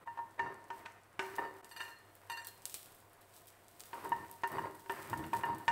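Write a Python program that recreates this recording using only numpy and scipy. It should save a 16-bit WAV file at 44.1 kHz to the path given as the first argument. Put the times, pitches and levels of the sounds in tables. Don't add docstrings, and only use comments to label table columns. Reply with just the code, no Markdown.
import sys
import numpy as np
from scipy import signal
from scipy.fft import rfft, irfft
from scipy.io import wavfile
from scipy.ndimage import uniform_filter1d

SR = 44100
rng = np.random.default_rng(int(sys.argv[2]) if len(sys.argv) > 2 else 0)


def master_out(mix):
    frames = np.transpose(np.atleast_2d(mix))
    ceiling = np.clip(frames, -1, 1)
    pcm = np.round(ceiling * 32767).astype(np.int16)
    wavfile.write(sys.argv[1], SR, pcm)


def gain_from_db(level_db):
    decades = np.asarray(level_db, float) / 20
    return 10 ** decades


N = 251811
T = np.arange(N) / SR

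# f/Hz, level/dB, t60/s
PAN = [(329.4, -19, 0.17), (383.4, -6, 0.43), (558, -20.5, 0.23), (728, -14.5, 0.14), (892, -14, 0.056),
       (932.7, -1.5, 0.29), (1023, -8, 0.076), (1029.5, -7.5, 0.051), (1401.5, -8.5, 0.1),
       (1632, -5, 0.068), (1800, -0.5, 0.24), (1896, -9.5, 0.18), (2428, -8, 0.055), (2772, -9, 0.27),
       (2869, -2.5, 0.087), (3700, -5, 0.064), (4230, -11.5, 0.63), (4540, -29, 0.26), (4630, -1, 0.08),
       (5840, -12, 0.16), (6160, -12, 0.19), (7570, -10.5, 0.25), (8500, -6, 0.1), (9150, -17, 0.088),
       (10110, -6.5, 0.045), (11700, -7.5, 0.13), (13100, -25, 0.11), (13300, -12, 0.049)]
STRIKE_HZ = [360, 935, 1800, 2850, 5000]
# t/s, strength/dB, hardness/(dB/octave),
# change of the 935 Hz part/dB (weak near the rim)
DROPS = [(1.643, -65, 1.5, -12), (1.712, -58, 6, 10), (1.763, -43, -0.5, -10), (1.77, -54, 4.5, 1),
         (1.796, -51.5, 0, -9), (1.804, -36.5, -2, -1.5), (1.817, -54, 1.5, -2), (1.849, -55, 3.5, -10),
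         (1.88, -49, 0, -4), (2.298, -40.5, 1.5, 2.5), (2.316, -45.5, 2, -1), (2.372, -49, 4, 5),
         (2.392, -61, 1.5, 12), (2.416, -54.5, 0.5, -3), (2.447, -66.5, 7.5, 9)]


def level(x, db):
    return x * gain_from_db(db) / np.sqrt(np.mean(x ** 2))


def colour(x, points):
    hz, db = np.transpose(points)
    grid = np.linspace(1, SR / 2, 2049)
    cep = irfft(np.log(gain_from_db(np.interp(np.log(grid), np.log(hz), db))))
    cep[1:2048] *= 2
    cep[2049:] = 0
    return signal.fftconvolve(x, irfft(np.exp(rfft(cep))))[:len(x)]


def band(x, lo_hz, hi_hz):
    edges_hz = [lo_hz, min(hi_hz, .45 * SR)]
    return signal.sosfilt(signal.butter(2, edges_hz, "band", fs=SR, output="sos"), x)


def grains(per_s, spread_db):
    chance = rng.random((3, N))
    happens = chance[0] < per_s / SR
    size_db = np.minimum(-spread_db * np.log(1 - chance[2]), 22)
    return happens * np.sign(chance[1] - .5) * gain_from_db(size_db)


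def walk(rate):
    k = int(SR / rate)
    steps = np.repeat(rng.standard_normal(N // k + 1), k)
    return 1.5 * uniform_filter1d(uniform_filter1d(steps, k), k)[:N]


def add(out, s, x):
    i = int(s * SR)
    out[i:i + len(x)] += x[:N - i]


def strokes():
    # t/s, length/s, rasp level/dB, rumble level/dB,
    # level of the swish of pushed fat/dB
    drags = [(0, 0.017, -68, -60, -79), (0.373, 0.11, -47.5, -55.5, -93), (.72, 0.08, -66, -69, -65.5),
             (1.195, 0.13, -72, -65.5, -59.5), (1.36, 0.088, -52, -63, -94), (3.922, 0.075, -59, -70, -64),
             (4.019, 0.18, -57, -53, -70.5), (4.483, 0.16, -51.5, -51.5, -67.5),
             (4.89, .17, -57.5, -57.5, -57), (5.076, 0.19, -56.5, -46.5, -68.5),
             (5.313, 0.078, -56.5, -49.5, -64), (5.44, 0.097, -51.5, -46, -75),
             (5.677, 0.049, -48.5, -35, -75)]
    attack_s = [0.027, 0.046, 0.023]
    release_s = [0.048, 0.036, 0.046]
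    gains, t = np.zeros((3, N)), T[:int(.7 * SR)]
    for s, length, *levels_db in drags:
        for gain, db, attack, release in zip(gains, levels_db, attack_s, release_s):
            rise = np.clip(t / attack, 0, 1)
            fall = np.exp(-np.maximum(t - length, 0) / release)
            add(gain, s, gain_from_db(db) * rise * fall)
    return gains


def scrape():
    # f/Hz, level/dB
    rasp_colour = [(180, -58.5), (300, -0.5), (785, -6.5), (925, -4.5), (1230, -4.5), (1840, -18.5),
                   (1920, -12.5), (3460, -34.5), (8000, -44.5), (10400, -93), (17600, -120)]
    idle_db = [-72, -71, -72]
    ring_db, tilt_db = -3, -6
    grate_hz, floor_hz = 140, 322

    rasp_gain, rumble_gain, swish_gain = strokes() + gain_from_db(np.array(idle_db))[:, None]
    judder_db = 2.2 * walk(30)
    slips = level(grains(2500, 3.96), 0) * rasp_gain * gain_from_db(judder_db)
    rasp = gain_from_db(18.0) * colour(slips, rasp_colour)

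    ring = np.zeros(N)
    for hz, db, t60 in PAN:
        r = np.exp(-np.log(1000) / (t60 * SR))
        angle = 2 * np.pi * hz / SR
        gain = gain_from_db(db + tilt_db * np.log2(hz / 935)) * np.sqrt(1 - r) * np.sin(angle)
        ring += gain * signal.lfilter([1], [1, -2 * r * np.cos(angle), r * r], slips)

    shake = rng.standard_normal(N) * rumble_gain * gain_from_db(1.4 * walk(25))
    rumble = gain_from_db(18.0) * band(shake, 0.64 * grate_hz, 1.374 * grate_hz)
    rumble += gain_from_db(8.5) * band(shake, 161, 256)
    rumble += gain_from_db(22) * band(shake, floor_hz - 14, floor_hz + 14)

    swish = level(band(grains(4000, 1.1), 790, 2140), 1.7) * swish_gain * gain_from_db(2.0 * walk(25.14))
    return rasp + gain_from_db(ring_db) * ring + rumble + swish


def fat():
    # t/s, level/dB
    sizzle = [(0, -69), (.43, -71), (1.17, -72), (1.35, -66), (1.69, -70), (2.0, -71), (2.35, -65),
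              (2.62, -78), (2.73, -56), (2.771, -60), (2.95, -78), (3.15, -74), (3.32, -67), (3.37, -57),
              (3.55, -76), (3.78, -61.5), (3.86, -63), (3.97, -64.5), (4.26, -62), (4.43, -62),
              (4.55, -65.5), (4.82, -63), (5.09, -58.5), (5.3, -69), (5.38, -54), (5.48, -68), (5.71, -61)]
    # f/Hz, level/dB
    fat_colour = [(1760, -9), (3000, 1), (5090, 1), (6300, -2), (8580, 4), (9320, 1), (12400, 6),
                  (14900, 2.5), (15500, 8)]
    # t/s, pop level/dB, centre f/Hz, after-fizz level against the pop/dB
    ticks = [(0.3092, -50, 8640, -24), (0.5435, -42, 8500, -37), (0.642, -44, 8400, -41),
             (0.9214, -45, 8400, -35), (1.035, -48, 7780, -31), (1.1298, -51, 8670, -33),
             (1.3553, -36.5, 6210, -12), (1.6457, -35, 8200, -20), (1.693, -45, 8500, -14),
             (1.9867, -48, 8500, -18), (2.153, -34.5, 13200, -32), (2.4469, -34, 8600, -15),
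             (2.4705, -20, 12600, -23.5), (2.6206, -40.5, 8600, -21), (2.655, -16.5, 8750, -25),
             (2.6664, -39, 10800, -26), (2.697, -30, 8300, -19.5), (2.7426, -19, 9700, -17),
             (2.848, -42, 11000, -27), (2.871, -46, 12000, -33), (3.003, -42, 11000, -29),
             (2.9476, -37, 13400, -27), (2.9846, -48, 13700, -21), (3.097, -48, 12400, -27),
             (3.1323, -40.5, 12700, -26), (3.2131, -42.5, 12200, -18.5), (3.3388, -53.5, 9040, -6.5),
             (3.3643, -39, 8280, -21), (3.4094, -47, 8090, -24), (3.471, -36, 13900, -19),
             (3.48, -44, 12600, -13), (3.683, -39.5, 8270, -21.5), (3.7963, -35, 13300, -13),
             (3.8054, -26.5, 7300, -37), (3.8368, -35, 5100, -27), (3.8556, -41, 11500, -12),
             (3.9444, -41, 8470, -24), (4.0456, -34, 11700, -21), (4.0932, -30.5, 11800, -38),
             (4.3138, -26, 12000, -38.5), (4.475, -28.5, 13100, -21), (4.5186, -26.5, 14800, -27),
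             (4.591, -45, 10900, -28), (4.7531, -36, 12330, -35), (4.7955, -44, 8800, -13.5),
             (4.9216, -27.5, 12300, -45), (5.098, -31.5, 13020, -19.5), (5.1754, -35.5, 8900, -15),
             (5.2655, -33.5, 12600, -26), (5.332, -45, 8050, -11), (5.453, -36, 11700, -19),
             (5.5479, -39.5, 8700, -17.5), (5.5832, -32, 13100, -24)]
    pop_s, thud_s, thud_db = .00007, 0.000096, -12
    ping_s, ping_db = 0.00043, -17
    echo_s, echo_db = 0.0037, -14
    fizz_s, hiss_s, hiss_db = 0.011, 0.11, -14
    raisin_fizz_s, raisin_fizz_db = 0.048, -19

    s, db = np.transpose(sizzle)
    bubbles = level(rng.standard_normal(N), 0) + level(grains(500, 4.9), -3.6)
    bubbles = level(colour(bubbles, fat_colour), 0)
    flicker_db = 1.5 * walk(20)
    pops, fizz_gain, t = np.zeros(N), np.zeros(N), T[:int(.4 * SR)]
    for at, pop_db, hz, fizz_db in ticks:
        tone = np.sin(2 * np.pi * hz * t)
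        pop = np.exp(-(t / pop_s - 2) ** 2) * tone
        pop -= gain_from_db(thud_db) * np.exp(-t / thud_s)
        pop += gain_from_db(ping_db) * np.exp(-t / ping_s) * tone
        add(pops, at, gain_from_db(pop_db) * pop)
        add(pops, at + echo_s, gain_from_db(pop_db + echo_db) * pop)
        decay = np.exp(-t / fizz_s) + gain_from_db(hiss_db) * np.exp(-t / hiss_s)
        add(fizz_gain, at, gain_from_db(pop_db + fizz_db) * decay)
    for at, drop_db, *_ in DROPS:
        add(fizz_gain, at, gain_from_db(drop_db + raisin_fizz_db) * np.exp(-t / raisin_fizz_s))
    fizz_gain += strokes()[2]
    sizzle_gain = gain_from_db(np.interp(T, s, db) + flicker_db)
    return bubbles * (sizzle_gain + fizz_gain) + band(pops, 560, 17600)


def kitchen():
    # f/Hz, level/dB
    air_colour = [(12, 2), (20, 12), (31, 5.5), (49, -11), (102, -14), (147, -33), (237, -25), (372, -7),
                  (634, -6.5), (709, 1), (794, -10.5), (5210, -26), (13200, -25), (15200, -26),
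                  (16500, -41)]
    air_db, hum_hz, hum_db = -64, 99.5, -71.5
    air = level(colour(rng.standard_normal(N), air_colour), air_db) * gain_from_db(.8 * walk(6))
    hum = gain_from_db(hum_db + 2.0 * walk(17)) * np.sin(2 * np.pi * hum_hz * T)
    return air + hum


def contacts():
    # t/s, strength/dB, rocking of the whole pan/dB,
    # hardness/(dB/octave), wood crack level/dB
    knock_table = [(.061, -49, -67, -10, -66), (.074, -36, -75, 1, -68), (.174, -36.5, -63, -1.5, -53),
                   (.189, -31.5, -57, -10, -56), (.383, -51, -66, 8, -67), (.394, -26.5, -42.5, 2, -36),
                   (.46, -32, -55, -1.5, -64), (.703, -35.5, -45.5, -1, -40.5), (.855, -62, -84, 6, -48),
                   (0.8594, -43.5, -77, 6, -37), (1.193, -30.5, -32, 2, -25.5), (1.338, -46, -44, 4, -50),
                   (1.383, -29.5, -47, 2.5, -54), (1.439, -44, -46, 4, -52), (3.931, -34.5, -42.5, -4, -41),
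                   (4.05, -35, -43, -7, -48), (4.119, -26, -41.5, 0, -44), (4.231, -45.5, -63, -18, -76),
                   (4.291, -49, -64, -17, -62), (4.435, -26, -37, 3.5, -32.5), (4.526, -37.5, -39, 1, -67),
                   (4.583, -26, -43, 2.5, -50), (4.639, -34, -59, -9, -65), (4.746, -48, -65, -10, -77),
                   (4.86, -49, -50.5, -3, -53), (4.896, -30, -37, 1, -34.5), (5.13, -25.5, -43, 1, -52),
                   (5.192, -37.5, -50, -5, -52), (5.239, -51, -71, 14, -43.5),
                   (5.332, -23.5, -41.5, -7.5, -34.5), (5.409, -51, -46, -13, -47),
                   (5.435, -25.5, -41, 2.5, -49), (5.488, -27.5, -58, -19, -58),
                   (5.599, -42.5, -67, -6, -59), (5.68, -24.5, -72, 8, -23)]
    knock_share_db = [-0.5, -10, -20.5, -45.5]
    drop_share_db = [-1.5, 2, -0.5, -10.5]
    knock_ring, drop_ring = 0.75, 1.1
    knock_rattle_db, drop_rattle_db = -15, -6
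    drop_rock_db, drop_crack_db = -20.5, -6

    octaves = np.log2(np.array(STRIKE_HZ[1:]) / STRIKE_HZ[1])
    hits = []
    for s, db, rock_db, hard, crack_db in knock_table:
        upper_db = db + np.array(knock_share_db) + hard * octaves
        hits.append((s, [rock_db, *upper_db], crack_db, knock_ring, knock_rattle_db))
    for s, db, hard, spot_db in DROPS:
        upper_db = db + np.array(drop_share_db) + hard * octaves + [spot_db, 0, 0, 0]
        parts_db = [db + drop_rock_db, *upper_db]
        hits.append((s, parts_db, db + drop_crack_db, drop_ring, drop_rattle_db))
    return hits


def blows():
    # t/s, change/dB
    ring_changes = [(.145, -21), (.26, -19), (.495, -13), (.73, 0), (.774, -9), (.867, -4), (1.235, 5.5),
                    (1.394, -3), (3.96, -4.5), (4.133, -4), (4.478, -16), (4.596, -12.5), (4.653, -22),
                    (4.929, -18), (5.143, -7), (5.372, -25), (5.447, -1.5), (5.531, 3), (5.56, -18.5)]
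    # f/Hz, level/dB, t60/s
    spatula = [(780, -40, 0.1), (1220, -13, 0.1), (1515, -5.5, 0.049), (2083, -11, 0.028),
               (2360, -18, 0.023), (3500, -40, 0.016)]
    scatter_db, detune = 2.05, 0.0021
    rough_db, flutter = 3.0, .03
    rise_s, change_s, crack_s, rattle_s = 0.00097, 0.0018, 0.0051, 0.074
    crack_gain_db, knock_db = 6, -4

    out, t = np.zeros(N), T[:int(.3 * SR)]
    knock_t = t[:2048]
    hz, db, t60 = np.transpose(PAN)[:, :, None]
    waver = np.array([gain_from_db(rough_db * np.sqrt(f / 4000) * walk(flutter * f)) for f in hz[:, 0]])
    knock = np.zeros(len(knock_t))
    for f, g, d in spatula:
        knock += gain_from_db(g) * np.exp(-np.log(1000) * knock_t / d) * np.sin(2 * np.pi * f * knock_t)

    for s, parts_db, crack_db, ring, rattle_db in contacts():
        chance = rng.standard_normal((2, len(PAN), 1))
        noise = rng.standard_normal(len(t))
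        share_db = np.interp(np.log(hz), np.log(STRIKE_HZ), parts_db)
        size = gain_from_db(db + share_db + scatter_db * chance[0])
        decay = np.exp(-np.log(1000) * t / (t60 * ring))
        i = min(int(s * SR), N - len(t))
        phase = 2 * np.pi * hz * (1 + detune * chance[1]) * t
        modes = size * decay * waver[:, i:i + len(t)] * np.sin(phase.astype(np.float32))

        total_db = np.zeros(len(t))
        for at, change_db in ring_changes:
            if s < at < s + t[-1]:
                total_db += change_db * np.clip((s + t - at) / change_s, 0, 1)
        rocking = gain_from_db(0.67 * total_db) * modes[:2].sum(axis=0)
        ringing = gain_from_db(total_db) * modes[2:].sum(axis=0)
        add(out, s, (1 - np.exp(-t / rise_s)) * (rocking + ringing))

        add(out, s, gain_from_db(crack_db + crack_gain_db + knock_db) * knock)
        crack = band(noise * np.exp(-t / crack_s), 1030, 3040)
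        loose = noise * np.exp(-t / rattle_s)
        rattle = band(loose, 640, 1980) + gain_from_db(-13.5) * band(loose, 2750, 6600)
        add(out, s, gain_from_db(crack_db + crack_gain_db) * (crack + gain_from_db(rattle_db) * rattle))
    return out


def room(x):
    echo_db, t60_s, treble_t60_s, build_s = -12, 0.62, 0.24, 0.0091
    t = T[:int(.7 * SR)]
    noise = rng.standard_normal(len(t)) * np.clip(t / build_s, 0, 1)
    low = band(noise, 80, 3300)
    tail = low * gain_from_db(-60 * t / t60_s) + (noise - low) * gain_from_db(-60 * t / treble_t60_s)
    return gain_from_db(echo_db) * signal.fftconvolve(x, tail / np.sqrt(np.sum(tail ** 2)))[:N]


def scene():
    near = scrape() + fat() + blows()
    return (near + room(near) + kitchen())[None]


def band_limit(x):
    return signal.sosfilt(signal.butter(12, 16830, fs=SR, output="sos"), x)


def record(dry):
    # t/s, half width/s, depth/dB
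    dips = [(0.052, 0.015, -11.5), (1.621, 0.009, -21)]
    # f/Hz, level/dB
    overall_colour = [(25, -17.5), (60, 0), (7600, -2.5), (8400, 0.5), (9200, -3), (15650, -5.5),
                      (15950, -33), (17000, -40)]
    dip_db = sum(db * np.clip(1 - abs(T - s) / half, 0, 1) for s, half, db in dips)
    mix = colour(dry[0] * gain_from_db(dip_db), overall_colour)[None]
    return band_limit(mix)


dry = scene()
out = record(dry)
master_out(out)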